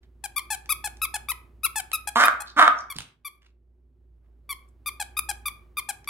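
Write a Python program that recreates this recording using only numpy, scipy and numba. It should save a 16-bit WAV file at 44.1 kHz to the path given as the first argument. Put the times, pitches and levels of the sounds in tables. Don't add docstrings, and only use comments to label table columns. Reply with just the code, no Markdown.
import sys
import numpy as np
from scipy import signal
from scipy.fft import rfft, irfft
from scipy.io import wavfile
from scipy.ndimage import uniform_filter1d
from numba import njit

SR = 44100
rng = np.random.default_rng(int(sys.argv[2]) if len(sys.argv) > 2 else 0)


def materialize(psi):
    bounded = np.clip(np.atleast_2d(psi).T, -1, 1)
    quanta = np.round(bounded * 32767).astype(np.int16)
    wavfile.write(sys.argv[1], SR, quanta)


def how_loud(loudness_db):
    steps = np.asarray(loudness_db, float) / 20
    return 10 ** steps


N = 268833
T = np.arange(N) / SR


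def shape(hz, table):
    f, v = np.transpose(table)
    return np.interp(np.log(np.maximum(hz, 1)), np.log(f), v)


def unit(x):
    return x / np.sqrt(np.mean(x ** 2))


def add(out, x, s):
    i = int(s * SR)
    out[..., i:i + x.shape[-1]] += x[..., :N - i]


@njit
def svf(x, hz, width):
    y, b, l = np.empty(len(x)), 0., 0.
    for i in range(len(x)):
        g, k = np.tan(np.pi * hz[i] / SR), width / hz[i]
        v = (b + g * (x[i] - l)) / (1 + g * (g + k))
        b, l, y[i] = 2 * v - b, l + 2 * g * v, k * v
    return y


def band(x, hz, width):
    hz = np.clip(hz + np.zeros(len(x)), 20, .45 * SR)
    return svf(svf(x, hz, 1. * width), hz, 1. * width)


def wobble(size, rate):
    k = max(int(SR / rate), 1)
    return unit(uniform_filter1d(uniform_filter1d(rng.standard_normal(size), k), k))


# frequency_hz, level_db
BLOWN_PARTIALS = [(1200, -7.5), (2500, -5.5), (3700, -12.5), (5000, -15), (6800, -25.5), (8500, -21.5),
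                  (10800, -4.5), (12500, -10.5), (14500, -28), (16500, -14)]
# frequency_hz, level_db
SUCKED_PARTIALS = [(830, 0.5), (1700, -1.5), (2550, -2.5), (3400, -7.5), (5200, -9), (6500, -13.5),
                   (7800, -7), (10400, -8), (12500, -14.5), (16500, -31.5)]


def squeak(rows, lead, treble_pan_db):
    rise_s, fall_s = 0.0028, 0.012
    jitter, flutter_db, air_db = 0.0045, 1.5, -17
    s, hz, db, shine_db = np.transpose(rows)
    tube = BLOWN_PARTIALS if hz.mean() > 1e3 else SUCKED_PARTIALS
    orders = np.arange(1, 21)[:, None]
    size = int((s[-1] - s[0] + .03) * SR)
    phase = rng.uniform(0, 1.5, (20, 1))
    flutter = np.array([wobble(size, 120) for _ in orders])
    shake, hiss = wobble(size, 430), rng.standard_normal((2, size))
    ports = []
    for port, side in enumerate((1, -1)):
        lag = lead if side < 0 else 0
        pan_db = side * treble_pan_db / 2
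        t = s[0] - .006 + (np.arange(size) - lag) / SR
        late = np.clip((t - s[0]) / (s[-1] - s[0]), 0, 1.5) ** 2
        pitch = np.interp(t, s, hz) * (1 - 7.4 * np.maximum(t - s[-1], 0))
        shaken = pitch * (1 + jitter * (1 + 4.7 * late) * np.roll(shake, int(lag)))
        turn = 2 * np.pi * np.cumsum(shaken) / SR
        f = orders * pitch
        high = np.clip((f - 4000) / 3000, 0, 1)
        treble_db = high * (np.interp(t, s, shine_db) + pan_db)
        gain = how_loud(shape(f, tube) + flutter_db * flutter * (f > 3000) + treble_db)
        tone = (gain * (f < 17500) * np.sin(orders * turn + phase)).sum(0) / 1.124
        puffs = (0.16 + late) * (1 + 0.24 * np.sin(turn))
        air = how_loud(air_db + pan_db) * puffs * unit(band(hiss[port], 10500, 9000))
        edge = np.minimum(t - s[0], 0) / rise_s - np.maximum(t - s[-1], 0) / fall_s
        ports.append((tone + air) * how_loud(np.interp(t, s, db) + 33.7 * edge))
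    return np.array(ports)


# time_s, pitch_hz, level_db, shine_db (treble partials)
SQUEAKS = [
    [(0.24, 882, -33, -9), (0.242, 828, -33.5, 1.5), (0.247, 840, -37, -5), (0.252, 809, -35, -1),
     (0.256, 820, -38.5, 1), (0.26, 802, -33, -9)],
    [(0.362, 1119, -38, 7), (0.366, 1161, -20, -2), (0.374, 1197, -25.5, 1), (0.382, 1176, -15.5, -6),
     (0.389, 1101, -35, 3), (0.395, 1066, -23, -10)],
    [(0.504, 850, -30, -1.5), (0.51, 873.6, -29, 1), (0.52, 866.5, -31.5, 2), (0.532, 819, -29, 0),
     (0.542, 774, -39.5, 3.5), (0.55, 777, -33, 0)],
    [(0.693, 1154, -19, -11.5), (0.698, 1184, -24.5, 1), (0.707, 1283, -17, -1.5), (0.717, 1235, -25.5, 3),
     (0.726, 1136, -17, -1.5), (0.733, 1140, -30.5, -5)],
    [(0.842, 861, -29, -11), (0.846, 859, -32, 3.5), (0.854, 829, -35, 5.5), (0.862, 865, -30.5, 4),
     (0.87, 780, -38, -5.5), (0.876, 779, -33, 0.5)],
    [(1.018, 1262, -16.5, -9), (1.022, 1278, -25.5, 5.5), (1.03, 1305, -19, -1.5),
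     (1.039, 1278, -18.5, -1.5), (1.047, 1227, -28, 7), (1.053, 1101, -17.5, -10.5)],
    [(1.141, 848, -31, -9), (1.144, 873.6, -27.5, 2.5), (1.15, 831, -35.5, 3.5), (1.156, 849, -28, -5),
     (1.161, 819, -35.5, 5.5), (1.166, 753, -33.5, 1)],
    [(1.287, 1169, -18, -16.5), (1.291, 1155, -27.5, 3.5), (1.298, 1295, -23.5, 1), (1.306, 1244, -21, 1),
     (1.313, 1103, -35, 8.5), (1.319, 1040, -18.5, -11.5)],
    [(1.634, 1227, -26.5, -7), (1.638, 1269, -26, 0.5), (1.645, 1310, -20, 1.5), (1.653, 1360, -14.5, -0.5),
     (1.66, 1199, -27, 6), (1.666, 1098, -18, -12)],
    [(1.758, 894, -28, -7), (1.763, 859, -34, 10), (1.774, 861.4, -27.5, -6), (1.785, 839.6, -34, 10.5),
     (1.795, 779, -37, -1), (1.803, 784, -30, 1.5)],
    [(1.93, 1234, -36, -2), (1.934, 1261, -16.5, -2.5), (1.942, 1309, -20, 1), (1.95, 1270, -20.5, -1.5),
     (1.958, 1210, -22.5, -2), (1.964, 1228, -27.5, -5.5)],
    [(2.073, 830, -36, -10), (2.075, 830, -26.5, 2.5), (2.079, 846.6, -38, 8.5), (2.083, 824, -29, -6),
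     (2.087, 829, -34, -0.5), (2.09, 808.6, -30.5, 1.5)],
    [(2.238, 1232, -43, 7), (2.242, 1208, -16, -12.5), (2.248, 1229, -17, -20), (2.256, 1211, -17, -2),
     (2.263, 1320, -23, -1.5), (2.268, 1282, -40.5, 6.5)],
    [(2.402, 816.3, -50, -1), (2.405, 835, -35.5, -1.5), (2.41, 835.6, -41, 5.5), (2.416, 829, -45, -0.5),
     (2.421, 824, -36.5, 2), (2.425, 832, -43, -2)],
    [(2.9, 1148, -35, -11), (2.903, 1146, -26.5, -3.5), (2.909, 1162, -32.5, -0.5), (2.915, 1114, -33, 0.5),
     (2.92, 1095, -34, -17), (2.925, 1078, -28, -11.5)],
    [(3.248, 1191, -38, -10), (3.252, 1153, -29.5, -6), (3.26, 1179, -31, -3), (3.268, 1170, -31.5, -3.5),
     (3.276, 1130, -35.5, -1), (3.282, 1082, -36.5, -1)],
    [(4.493, 1135, -28, -8), (4.497, 1145, -32, -4.5), (4.506, 1158, -24.5, -2), (4.515, 1138, -27, 1.5),
     (4.523, 1096, -31.5, -12), (4.529, 1057, -25, -6)],
    [(4.861, 1190, -24, -8.5), (4.864, 1192, -27.5, -2.5), (4.871, 1212, -22.5, -2.5),
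     (4.878, 1197, -25, 1), (4.885, 1158, -26.5, -0.5), (4.89, 1124, -21, -13)],
    [(4.999, 838, -36, -15), (5.002, 856, -28.5, 2.5), (5.008, 823, -38, 1), (5.015, 827, -27, 0),
     (5.021, 779, -41.5, 2), (5.026, 793, -31, -1)],
    [(5.169, 1184, -23, -11), (5.172, 1226, -20.5, -6.5), (5.179, 1247, -21.5, -0.5),
     (5.186, 1267, -32.5, 2), (5.193, 1214, -12.5, -1.5), (5.198, 1209, -36, 5)],
    [(5.289, 823, -37, -8.5), (5.292, 854, -27.5, 2), (5.298, 811, -32, 3), (5.304, 833, -28.5, 4.5),
     (5.309, 776, -39, -12), (5.314, 785, -29.5, -3.5)],
    [(5.457, 1197, -22, -12.5), (5.46, 1180, -23, -1), (5.466, 1210, -21, -3.5), (5.473, 1191, -25.5, 2),
     (5.479, 1165, -30.5, 4.5), (5.484, 1159, -18, -8)],
    [(5.771, 1210, -21, -11.5), (5.774, 1205, -26, -4), (5.78, 1212, -20, -10.5), (5.787, 1170, -18, -4.5),
     (5.792, 1183, -30, 5), (5.797, 1065, -24.5, -2)],
    [(5.889, 846, -37, 3), (5.891, 833, -29, 1), (5.896, 830, -34, 8), (5.901, 807, -29.5, -2),
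     (5.905, 791, -36, 4), (5.909, 774, -32.5, -5)],
    [(6.076, 1160, -22, -6), (6.078, 1163, -26.5, -9), (6.081, 1151, -25.5, -11), (6.084, 1162, -28.5, -4),
     (6.087, 1152, -26, -4), (6.089, 1113, -18.5, -15)],
]
# start_s, left_lead_samples, treble_left_minus_right_db
TOY_PLACES = [(0.24, 20, 21.5), (0.366, 27, 12), (0.505, 25, 13.5), (0.694, 17, 15.5), (0.843, 29, 13),
              (1.019, 25, 10), (1.141, 22, 12.5), (1.288, 23, 11), (1.637, 28, 13), (1.76, 20, 12.5),
              (1.931, 16, 9.5), (2.073, 28, 14.5), (2.238, 3, 2.5), (2.402, 13.3, 16), (2.9, 26, 11.5),
              (3.252, 16, 11), (4.497, 14, 9), (4.864, 9.2, 7.5), (4.999, 9.6, 13), (5.17, 12, 11),
              (5.29, 9.0, 13.5), (5.46, 13, 4.5), (5.773, 15, 8.5), (5.89, 12, 14), (6.077, 12, 8)]


def toy():
    out = np.zeros((2, N))
    for rows, (_, lead, pan_db) in zip(SQUEAKS, TOY_PLACES):
        add(out, squeak(rows, lead, pan_db), rows[0][0] - .006)
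    return out


# frequency_hz, width_hz, level_db
THROAT = [(716, 120, -6.5), (2200, 420, -21), (3083, 360, -19), (3752, 350, -23.5)]


def bark(rows, folds):
    beat, scatter_db, breath = 0.615, 7.0, 0.6
    s, db, mouth_hz, chest_db, rasp_db = np.transpose(rows)[:5]
    t = np.arange(s[0], s[-1] + .02, 1 / SR)
    fold_s, fold_rates, roughness = np.transpose(folds)
    fold_hz, rough = np.interp(t, fold_s, fold_rates), np.interp(t, fold_s, roughness)
    turns = np.cumsum(fold_hz * (1 + 0.15 * rough * wobble(len(t), 150))) / SR
    cycle, chance = turns.astype(int), rng.standard_normal(100)
    accent = 1 + beat * rough * np.cos(2 * np.pi * cycle / 3)
    size = how_loud(scatter_db * rough * chance[cycle]) * accent
    slaps = size * (np.diff(cycle, prepend=0) > 0)
    gust = size * np.exp(-(turns % 1) / .5) * rng.standard_normal(len(t))
    source = unit(slaps) + breath * rough * unit(gust)
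    voice = band(source, np.interp(t, s, mouth_hz), 520)
    for k, (f, width, level_db) in enumerate(THROAT):
        voice = voice + (-1) ** k * how_loud(level_db) * band(source, f, width)
    chest = how_loud(np.interp(t, s, chest_db)) * unit(band(source, fold_hz, 120))
    rasp = how_loud(np.interp(t, s, rasp_db)) * unit(band(gust, 3200, 8200))
    edge = np.clip((t - s[0]) / 0.0049, 0, 1) * np.exp(-np.maximum(t - s[-1], 0) / 0.0027)
    return (unit(voice) + chest + rasp) * how_loud(np.interp(t, s, db) - 2.0) * edge


# time_s, level_db, mouth_hz, chest_db, rasp_db, nominal_fold_hz, nominal_roughness (0-1)
BARKS = [
    [(2.154, -13, 990, -10, -18, 240, 0.5), (2.208, -15, 1374, -27.5, -14, 240, 0.5),
     (2.285, -24.5, 1350, -33.5, -21, 240, 0.5)],
    [(2.562, -24.5, 1286, -5.5, -22, 240, 0.5), (2.604, -10, 1292, -27, -21.5, 240, 0.5),
     (2.69, -23, 1280, -30.5, -28.5, 240, 0.5)],
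]
# time_s, fold_rate_hz, roughness (0-1)
FOLDS = [
    [(2.154, 234.1, 0.17), (2.185, 238.2, 0.31), (2.2, 266.5, 0.71), (2.285, 282.3, 0.9)],
    [(2.562, 264.7, 0.7), (2.6, 291, .45), (2.65, 292.9, 0.54), (2.69, 268.3, 0.85)],
]


def barks():
    out = np.zeros(N)
    for rows, folds in zip(BARKS, FOLDS):
        add(out, bark(rows, folds), rows[0][0])
    return out


# start_s, level_db, pitch_hz, decay_s
THUMPS = [(2.959, -39.5, 202.7, 0.037), (2.966, -39.5, 192, 0.05), (2.992, -39.5, 91.5, 0.04),
          (3.01, -42, 122, 0.034)]
# start_s, peak_db, ring_hz, t60_s
TICKS = [(0.6585, -51, 2420, 0.0099), (0.9702, -52, 4780, 0.0096), (1.9167, -34, 2600, 0.0077),
         (2.9642, -39, 4220, 0.012), (2.9858, -27.5, 2400, 0.0066), (3.0053, -36, 2170, 0.011),
         (3.02, -43, 2080, 0.009), (3.0877, -63, 2490, 0.0088), (6.0442, -52.5, 2200, 0.012)]
# start_s, length_s, level_db, centre_hz, width_hz
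RUSTLES = [(0.028, 0.032, -69, 2200, 2500), (2.459, 0.067, -52, 4250, 1496),
           (2.757, 0.067, -52, 5400, 1800), (2.941, 0.079, -58, 2640, 5000), (3.407, 0.11, -69, 2200, 3050),
           (4.197, 0.17, -84.5, 1200, 1483), (4.673, 0.046, -74, 9080, 9000)]


def paws_and_fur():
    out, t = np.zeros(N), T[:4096]
    for s, db, hz, t60 in THUMPS:
        add(out, how_loud(db) * np.sin(2 * np.pi * hz * t) * 0.00086 ** (t / t60), s)
    for s, db, hz, t60 in TICKS:
        click = unit(band(rng.standard_normal(len(t)), hz, 6600))
        add(out, how_loud(db + 4) * click * 1e-3 ** (t / t60), s)
    size = N // 20
    for s, length, db, hz, width in RUSTLES:
        grains = rng.standard_normal(size) * how_loud(7.4 * wobble(size, 250))
        stroke = np.sin(np.pi * np.clip(T[:size] / length, 0, 1))
        add(out, how_loud(db) * unit(band(grains, hz, width)) * stroke, s)
    return out


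# frequency_hz, t60_s
ROOM_T60 = [(200, 0.44), (1200, 0.51), (4000, 0.27), (12000, 0.26)]


def room(x, wet_db):
    gap_s, alike = 0.0025, 0.48
    t, tail = T[:SR * 3 // 4], 0
    for hz in 150 * 2 ** np.arange(0, 7, .5):
        both, left, right = (svf(rng.standard_normal(len(t)), np.full(len(t), hz), hz / 3) for _ in range(3))
        share = np.clip(alike * (600 / hz) ** 0.52, 0, 1)
        diffuse = share * both + (1 - share) * np.array([left, right])
        tail = tail + diffuse * 0.00041 ** (t / shape(hz, ROOM_T60))
    tail = tail * np.clip(t / gap_s - 1, 0, 1)
    tail = tail / np.sqrt((tail ** 2).sum() / 2)
    return how_loud(wet_db) * signal.fftconvolve(x[None], tail, axes=1)[:, :N]


# time_s, hum_db, air_db
FRIDGE = [(0.0, -58.5, -66), (0.9, -49.5, -61), (2.9, -59.5, -66.5), (3.14, -70, -74), (3.55, -59.5, -72.5),
          (5.31, -50, -62), (6.1, -58.5, -64.5)]
HUM_HZ = 59
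# frequency_hz, density_db_per_hz
AIR = [(30, -9.5), (90, 3), (130, -2), (200, -11), (245, -2.5), (290, -13), (360, -2), (440, -13.5),
       (800, -19), (2000, -28.5), (6000, -40.5)]


def fridge():
    s, hum_db, air_db = np.transpose(FRIDGE)
    hum = np.sqrt(2) * np.sin(2 * np.pi * np.cumsum(HUM_HZ + 1.4 * wobble(N, 3)) / SR)
    hum = hum * how_loud(np.interp(T, s, hum_db) + 1.4 * wobble(N, 12))
    density = how_loud(shape(np.arange(N // 2 + 1) * SR / N, AIR))
    mid, side = irfft(rfft(rng.standard_normal((2, N))) * density, N)
    air = unit(mid) + .3 * unit(side) * np.array([[1], [-1]])
    air = air * how_loud(np.interp(T, s, air_db) + 3.0)
    return (hum + air) * how_loud(np.array([[-1.05], [1.05]]))


def scene():
    near, pet = toy(), barks() + paws_and_fur()
    direct = np.array([np.roll(pet, 5) * how_loud(3.2), pet * how_loud(6.5)])
    return near + direct + room(near.mean(0), -14) + room(pet, -3) + fridge()


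def band_limit(x):
    return signal.sosfilt(signal.butter(12, 16970, fs=SR, output="sos"), x)


def record(dry):
    low = signal.sosfiltfilt(signal.butter(2, 500, fs=SR, output="sos"), dry)
    high = dry - low
    loud_db = 10 * np.log10(uniform_filter1d((high ** 2).mean(0), 900) + 1e-12)
    gated = low + high * how_loud(-.6 * np.clip(-64 - loud_db, 0, 25))
    top_cut = signal.ellip(8, .2, 30, 15900, fs=SR, output="sos")
    fade_in = np.clip(T / 0.017 - .3, 0, 1)
    return band_limit(signal.sosfilt(top_cut, gated) * fade_in)


dry = scene()
out = record(dry)
materialize(out)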